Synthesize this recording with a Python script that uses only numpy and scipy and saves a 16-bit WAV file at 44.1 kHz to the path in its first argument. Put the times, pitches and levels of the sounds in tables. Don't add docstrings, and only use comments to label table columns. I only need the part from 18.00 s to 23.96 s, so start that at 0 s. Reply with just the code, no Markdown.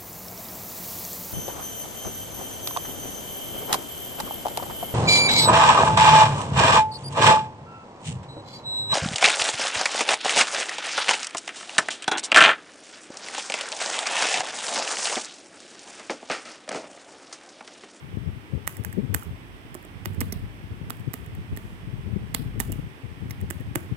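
import sys
import numpy as np
from scipy import signal
from scipy.fft import rfft, irfft
from scipy.io import wavfile
from scipy.ndimage import uniform_filter1d

SR = 44100
rng = np.random.default_rng(int(sys.argv[2]) if len(sys.argv) > 2 else 0)


def volts_from_db(level):
    exponent = np.asarray(level, float) / 20
    return 10 ** exponent


def inscribe(sig):
    pcm = np.round(np.clip(np.atleast_2d(sig).T, -1, 1) * 32767)
    wavfile.write(sys.argv[1], SR, pcm.astype(np.int16))


N = 263056
TIME = np.arange(N) / SR


def rms_one(x):
    return x / np.sqrt(np.mean(x ** 2) + 1e-20)


def peak_one(x):
    return x / np.sqrt(np.max(uniform_filter1d(x ** 2, size=50)) + 1e-20)


def energy_one(x):
    return x / np.sqrt(np.sum(x ** 2, axis=1, keepdims=True))


def at_hz(points, hz):
    points = np.array(points)
    return np.interp(np.log(hz), np.log(points[:, 0]), points[:, 1])


def butter(x, hz, kind, order=2):
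    return signal.sosfilt(signal.butter(order, hz, kind, fs=SR, output="sos"), x)


def ring(x, hz, t60):
    r, w = volts_from_db(-60 / (t60 * SR)), 2 * np.pi * hz / SR
    return signal.lfilter([.5, 0, -.5], [1, -2 * r * np.cos(w), r * r], x + 1e-18)


def ring_modes(x, modes):
    return np.array([volts_from_db(db) * ring(x, hz, t60) for hz, db, t60 in modes])


def add(out, sound, s):
    i = round(s * SR)
    piece = sound[..., max(-i, 0):N - i]
    out[..., max(i, 0):max(i, 0) + piece.shape[-1]] += piece


# pitch_hz, density_db (per Hz)
FAN_COLOUR = [(90, -33), (150, -62), (254, 2), (420, -2.5), (535, -8.5), (840, -7), (1500, -10.5),
              (1950, -8.5), (3350, -14.5), (4080, -24.5), (5520, -25), (6900, -33), (8350, -25.5),
              (9500, -30), (16000, -33.5)]
# pitch_hz, likeness (-1 to 1)
FAN_LIKENESS = [(150, 0.81), (300, 1), (640, 0.11), (1400, -0.31), (4000, -0.0012)]
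# pitch_hz, left_minus_right_db
FAN_BALANCE = [(200, -8.5), (500, -1), (2400, -6), (5000, -6), (9000, -2), (15000, -6.5)]


def fan():
    hz = np.maximum(np.fft.rfftfreq(N, 1 / SR), 20)
    mid, side = rfft(rng.standard_normal((2, N)))
    alike = np.clip(at_hz(FAN_LIKENESS, hz), -1, 1)
    pan = volts_from_db(at_hz(FAN_BALANCE, hz) / 2 * np.array([[1], [-1]]))
    ports = np.sqrt(1 + alike) * mid + np.sqrt(1 - alike) * side * [[1], [-1]]
    air = pan * volts_from_db(at_hz(FAN_COLOUR, hz)) * ports
    return volts_from_db(-48) * rms_one(irfft(air * (hz < 15950), N))


# start_s, level_db
HUM = [(0.0, -56), (0.9, -81), (1.24, -53), (2.1, -50), (2.39, -40), (2.8, -50), (3.1, -61), (3.9, -38),
       (4.6, -37), (5.19, -46), (5.66, -68), (5.96, -48)]


def rumble():
    s, db = np.transpose(HUM)
    hz, t60_s = 48.54, 0.67
    hum = ring(ring(rng.standard_normal(N + SR), hz, t60_s), hz, t60_s)[SR:]
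    return volts_from_db(np.interp(TIME, s, db) - 4.0) * rms_one(hum)


def eddies(count, hz, uneven=.12, hiss=.2):
    gaps = (1 + uneven * np.clip(rng.standard_normal(count // 40), -2, 2)) * SR / hz
    at = np.cumsum(gaps).astype(int)
    train = np.zeros(count)
    sizes = -volts_from_db(rng.normal(0, 4.73, len(at)))
    train[at[at < count]] = sizes[at < count]
    width = .19 * SR / hz
    dips = np.convolve(train, np.exp(-(np.arange(-300, 301) / width) ** 2), "same")
    noise = butter(rng.standard_normal(count), 1.61 * hz, "low", order=4)
    flow = butter(rms_one(dips) + hiss * rms_one(noise), 63.6, "high", order=3)
    return rms_one(butter(flow[::-1], 64.0, "high", order=3)[::-1])


PUFF_MS, PUFF_HZ = 20.5, 117.9


def puffs(draught_db):
    count = 30
    luck = rng.standard_normal((count, 4))
    s = (np.arange(count) + .5 + .3 * luck[:, 0]) * TIME[-1] / count
    db = np.interp(s, TIME, draught_db) + 6.5 + 3.5 * luck[:, 1]
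    return list(zip(s, db, PUFF_MS * volts_from_db(1.9 * luck[:, 2]), PUFF_HZ * volts_from_db(0.99 * luck[:, 3])))


def wind(gusts, draught_db):
    lumps_db = 1.1 * rms_one(butter(rng.standard_normal(N), 22.0, "low"))
    out = volts_from_db(draught_db + lumps_db) * eddies(count=N, hz=107.24, uneven=.25, hiss=0.53)
    t = np.arange(-4000, 4000) / SR
    for s, db, ms, eddy_hz in gusts + puffs(draught_db):
        swell_s = np.where(t < 0, .45, .8) * ms / 1000
        swell = np.exp(-(t / swell_s) ** 2)
        flow = eddies(count=9000, hz=.85 * eddy_hz)[1000:]
        ripple = rms_one(butter(rng.standard_normal(9000), [220, 480], "band", order=4)[1000:])
        flow = flow + volts_from_db(0.6 * db - 2.0) * ripple
        flow = flow / np.sqrt(np.sum((flow * swell) ** 2) / np.sum(swell ** 2))
        add(out, volts_from_db(db) * swell * flow, s + t[0])
    return out


# start_s, left_db, right_db
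DRAUGHT = [(0, -37, -47), (.3, -34.5, -51), (.46, -46, -55), (.75, -41, -50), (1.201, -41, -46.5),
           (1.42, -48.5, -47.5), (1.88, -50.5, -45), (2.2, -37, -35.5), (2.5, -42, -44), (2.95, -39.5, -43),
           (3.35, -41, -45), (3.7, -41, -44.5), (4.05, -35, -45), (4.6, -36.5, -39.5), (4.85, -38.5, -41.5),
           (4.97, -48.5, -55), (5.35, -36, -40), (5.96, -47, -43.5)]
# peak_s, level_db, length_ms, eddy_rate_hz
GUSTS_LEFT = [(0.127, -26, 14, 111.2), (0.175, -19.5, 11, 185.4), (0.27, -22.5, 47, 105.4),
              (0.56, -22.5, 52, 100.6), (0.792, -24, 35, 121.5), (0.861, -27, 59, 101.1),
              (0.983, -16.5, 26.6, 236), (1.036, -23.5, 48, 167.3), (1.092, -23, 43, 120),
              (1.135, -24.5, 36, 100.8), (1.321, -29.5, 47, 109.8), (2.072, -26, 23, 120.6),
              (2.209, -25.5, 38, 130.3), (2.815, -24, 13.5, 113.5), (3.076, -19.5, 17, 157.7),
              (3.526, -22.5, 19, 111.7), (4.072, -24, 46, 115.5), (4.164, -18, 14, 200.8),
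              (4.405, -23.5, 40, 156.8), (4.46, -25, 26, 131.2), (4.562, -24.5, 37, 137.3),
              (4.714, -25.5, 26, 115.4), (4.793, -20, 10, 158.8), (5.044, -26.5, 24, 127),
              (5.252, -27.5, 28, 161.8), (5.487, -30.5, 36, 109.3), (5.606, -24.5, 11.6, 157.2),
              (5.71, -25.5, 10.4, 119), (5.764, -23.5, 16, 136.5), (5.92, -18.5, 18, 140)]
# peak_s, level_db
PUFFS_LEFT = [(0.206, -33), (0.357, -31), (0.535, -19.5), (0.945, -30), (2.428, -29.5), (2.643, -29.5),
              (2.713, -28.5), (2.873, -33), (3.005, -28.5), (3.333, -30.5), (3.38, -29), (3.649, -29),
              (3.876, -29.5), (3.931, -23.5), (3.973, -30.5), (4.13, -20), (4.209, -33), (4.686, -23.5),
              (4.76, -28), (4.838, -30), (5.111, -32.5), (5.225, -25.5), (5.315, -31), (5.407, -31),
              (5.437, -24.5), (5.555, -30), (5.68, -33), (5.838, -36)]
# peak_s, level_db, length_ms
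GUSTS_RIGHT = [(0.288, -37, 65), (1.269, -27, 27), (1.946, -32, 26), (2.019, -32, 16), (2.105, -32, 45),
               (2.18, -23, 46), (2.357, -28, 21), (2.395, -33, 15), (2.716, -31.5, 22), (2.868, -36, 21),
               (3.282, -31, 25), (3.382, -29.5, 34), (3.508, -27.5, 60), (3.73, -34, 26), (3.984, -30, 20),
               (4.196, -33, 37), (4.45, -37, 20), (4.83, -35.5, 37), (5.261, -32, 20), (5.505, -35, 33),
               (5.652, -33, 31)]


def draught():
    s, left_db, right_db = np.transpose(DRAUGHT)
    left_gusts = GUSTS_LEFT + [(*puff, PUFF_MS, PUFF_HZ) for puff in PUFFS_LEFT]
    right_gusts = [(*gust, 106.77) for gust in GUSTS_RIGHT]
    left = wind(left_gusts, np.interp(TIME, s, left_db))
    right = wind(right_gusts, np.interp(TIME, s, right_db))
    return np.array([left, right])


# start_s, rattle_db
TOUCHES = [(0.6706, -30), (0.8374, -36), (1.142, -20), (1.7438, -31), (2.0516, -34), (2.899, -29),
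           (3.1349, -28.5), (3.565, -35), (4.3434, -23), (4.596, -31), (4.606, -19.5), (5.2974, -41),
           (5.301, -46), (5.3124, -33), (5.503, -24), (5.753, -27)]
# start_s, rattle_db, cap_db, cap_pitch_hz,
# hinge_db
PRESSES = [(0.6758, -13, -16, 1880, -31), (0.848, -22.5, -23.5, 1650, -57), (1.1458, -12, -13.5, 1620, -30),
           (1.225, -55, -32, 1350, -62), (1.75, -31.5, -32.5, 1090, -52), (2.0568, -22, -22, 1940, -28.5),
           (2.9042, -23, -21.5, 1335, -31.5), (3.139, -22, -25, 1870, -34.5),
           (3.5724, -28.5, -30, 1810, -38), (4.347, -13, -17, 2060, -17), (4.601, -13, -17.5, 1880, -32.5),
           (4.61, -29, -30.5, 880, -32), (4.7249, -28.5, -34, 2840, -42), (5.508, -23, -22.5, 1640, -50),
           (5.7565, -16.5, -14.5, 2090, -36)]
# start_s, rattle_db, cap_db, rattle_length_ms
RELEASES = [(0.7676, -32, -37, 5.2), (0.927, -35, -35, 5.9), (1.2302, -37, -52, 7.8),
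            (1.827, -44, -57, 1.6), (1.8497, -41, -54, 3.7), (2.134, -50, -50, 5.6), (2.145, -45, -45, 6.2),
            (2.969, -46, -52, 2.6), (2.996, -46, -50, 4.5), (3.007, -47, -54, 2), (3.2456, -50, -57, 2.5),
            (3.261, -43, -43, 5.5), (3.351, -40.5, -44, 2.8), (5.405, -44, -51, 1.6),
            (5.4126, -36.5, -40, 3), (5.599, -46, -47, 1.4), (5.605, -47, -46, 7.6), (5.611, -55, -43, 1.5),
            (5.8436, -51, -52, 3.8)]
# start_s, rattle_db, cap_db, wire_db, rattle_length_ms
WIDE_KEYS = [
    (2.2057, -16.5, -37, -25.5, 2.2),
    (2.21, -25, -25, -29, 4.6),
    (2.2149, -23, -20, -51, 1.2),
    (2.323, -24, -33.5, -28, 6.2),
    (4.7199, -24, -50, -55, 2.8),
    (5.308, -30.5, -28.5, -32.5, 3.1),
]


def contacts():
    hinge_hz, wire_hz, light_cap_hz, wide_cap_hz = 3720, 5620, 1850, 2070
    rows = [(*press, hinge_hz, 2.7) for press in PRESSES]
    for s, db, cap_db, wire_db, ms in WIDE_KEYS:
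        rows.append((s, db, cap_db, wide_cap_hz, wire_db, wire_hz, ms))
    for s, db in TOUCHES:
        rows.append((s, db, db - 8, light_cap_hz, db - 9, wire_hz, 1.9))
    for s, db, cap_db, ms in RELEASES:
        rows.append((s, db, cap_db, light_cap_hz, db - 12, wire_hz, ms))
    return rows


# pitch_hz, level_db, t60_s
PLATE = [(8040, 1, 0.0031), (8670, 2, 0.0025), (10150, -10.5, 0.0024), (11700, 10.5, 0.0013),
         (15000, 5, 0.0014), (16600, 6, 0.00088)]
# pitch_hz, level_db, t60_s
DECK = [(615, -23, 0.044), (905, -4, 0.011), (1247, 4.5, 0.0097), (1543, -9.5, 0.029), (1836, 4, 0.0093),
        (2460, -8, 0.017), (2842, -4.5, 0.02)]


def keys():
    out, t = np.zeros((3, N)), np.arange(1500) / SR
    port_lag = 13
    for s, rattle_db, cap_db, cap_hz, hinge_db, hinge_hz, ms in contacts():
        age = t / (ms / 1000)
        shape = age ** 0.9 * np.exp(-3.2 * age)
        knocks = rng.standard_normal(1500) * (rng.random(1500) < .45) * shape

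        spray = butter(knocks, [6300, 16300], "band")
        plate = butter(ring_modes(knocks, PLATE), 5700, "high")
        left, right = volts_from_db(rng.normal(0, 2.3, (2, len(PLATE)))) @ plate + 0.93 * spray
        left = butter(left, 16500, "low", order=1)

        hinge = ring(knocks, hinge_hz, .003) + .4 * ring(knocks, 4700, .002)
        hinge = volts_from_db(hinge_db) * peak_one(hinge)

        push = .5 * knocks / np.max(abs(knocks)) + np.exp(-((t - .0005) / .0001) ** 2)
        deck = volts_from_db(rng.normal(0, 2.5, (2, len(DECK)))) @ ring_modes(push, DECK)
        own = butter(ring(push, cap_hz, .017), [.75 * cap_hz, 1.3 * cap_hz], "band", order=1)
        cap = own + volts_from_db(.55 * (cap_db + 15)) * deck
        cap = volts_from_db(cap_db) * np.array([peak_one(c) for c in cap])

        near = volts_from_db(rattle_db) * peak_one(right) + hinge + cap[1]
        far = volts_from_db(rattle_db - 18.5) * peak_one(left) + volts_from_db(-10) * hinge
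        far = far + volts_from_db(-10.0) * butter(cap[0], 2200, "low", order=1)

        tick = np.sqrt(ms) * (t == 0)
        wide = volts_from_db(rattle_db + 10.5) * butter(tick, [6000, 16300], "band")
        wide = wide + volts_from_db(hinge_db + 17.5) * butter(tick, [3000, 6000], "band")
        wide = wide + volts_from_db(cap_db - 7.0) * peak_one(deck[0])
        add(out, np.array([np.roll(far, port_lag), near, wide]), s - .0003)
    return out


# start_s, peak_db, case_pitch_hz
THUDS = [(0.675, -37, 186), (0.848, -40, 188), (1.147, -26, 269), (1.751, -28, 355), (1.849, -37.5, 390),
         (2.058, -28.5, 354), (2.213, -20.5, 268), (2.325, -24.5, 229), (2.906, -31.5, 260),
         (3.139, -29, 255), (3.573, -29, 243), (4.347, -26, 267), (4.601, -21, 227), (4.698, -26, 293),
         (4.72, -29, 249), (5.507, -30.5, 350), (5.756, -17.5, 334)]


def thuds():
    out, t = np.zeros((2, N)), np.arange(5000) / SR
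    for s, peak_db, case_hz in THUDS:
        blow = np.exp(-((t - .001) / 0.00062) ** 2)
        body = ring(blow, case_hz, 0.037)
        body = body + .5 * ring(blow, 1.67 * case_hz, 0.046)
        body = body + 0.59 * ring(blow, 646, 0.041)
        add(out, volts_from_db(peak_db) * body / np.max(abs(body)) * volts_from_db([[-6], [0]]), s)
    return out


# delay_s, level_db
ECHOES = [
    (0.018, -20),
    (0.028, -30),
    (.036, -22.5),
]


def room(x):
    t60_s, tail_db = 0.35, -10.5
    t = np.arange(SR // 2) / SR
    tail = rng.standard_normal((2, len(t))) * volts_from_db(-60 * t / t60_s) * np.clip(t / 0.0097, 0, 1) ** 3
    clumps_db = 3 * np.repeat(rng.standard_normal((2, len(t) // 90)), 90, axis=1)
    tail = volts_from_db(tail_db) * energy_one(tail * volts_from_db(clumps_db))
    for lag, db in ECHOES:
        smear = rng.standard_normal((2, 200)) * np.exp(-np.arange(200) / 60)
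        add(tail, volts_from_db(db) * energy_one(smear), lag)
    return signal.fftconvolve(x[None], tail * volts_from_db([[-4], [0]]), axes=1)[:, :N]


def slide():
    swish = rms_one(butter(rng.standard_normal((2, N)), [6500, 13000], "band"))
    return volts_from_db([[-70], [-62]]) * swish * np.exp(-((TIME - 3.65) / 0.12) ** 2)


def scene():
    ports = draught()
    clicks, blows = keys(), thuds()
    tail = room(butter(clicks[2] + blows[1], 15800, "low", order=8))
    return clicks[:2] + blows + tail + ports + fan() + rumble() + slide()


def low_pass(x):
    return signal.sosfilt(signal.butter(12, 17320, fs=SR, output="sos"), x)


def record(dry):
    cut = signal.sosfilt(signal.cheby2(10, 60, 17200, fs=SR, output="sos"), dry)
    cut = butter(cut, 47, "high", order=10)
    return low_pass(cut)


dry = scene()
out = record(dry)
inscribe(out)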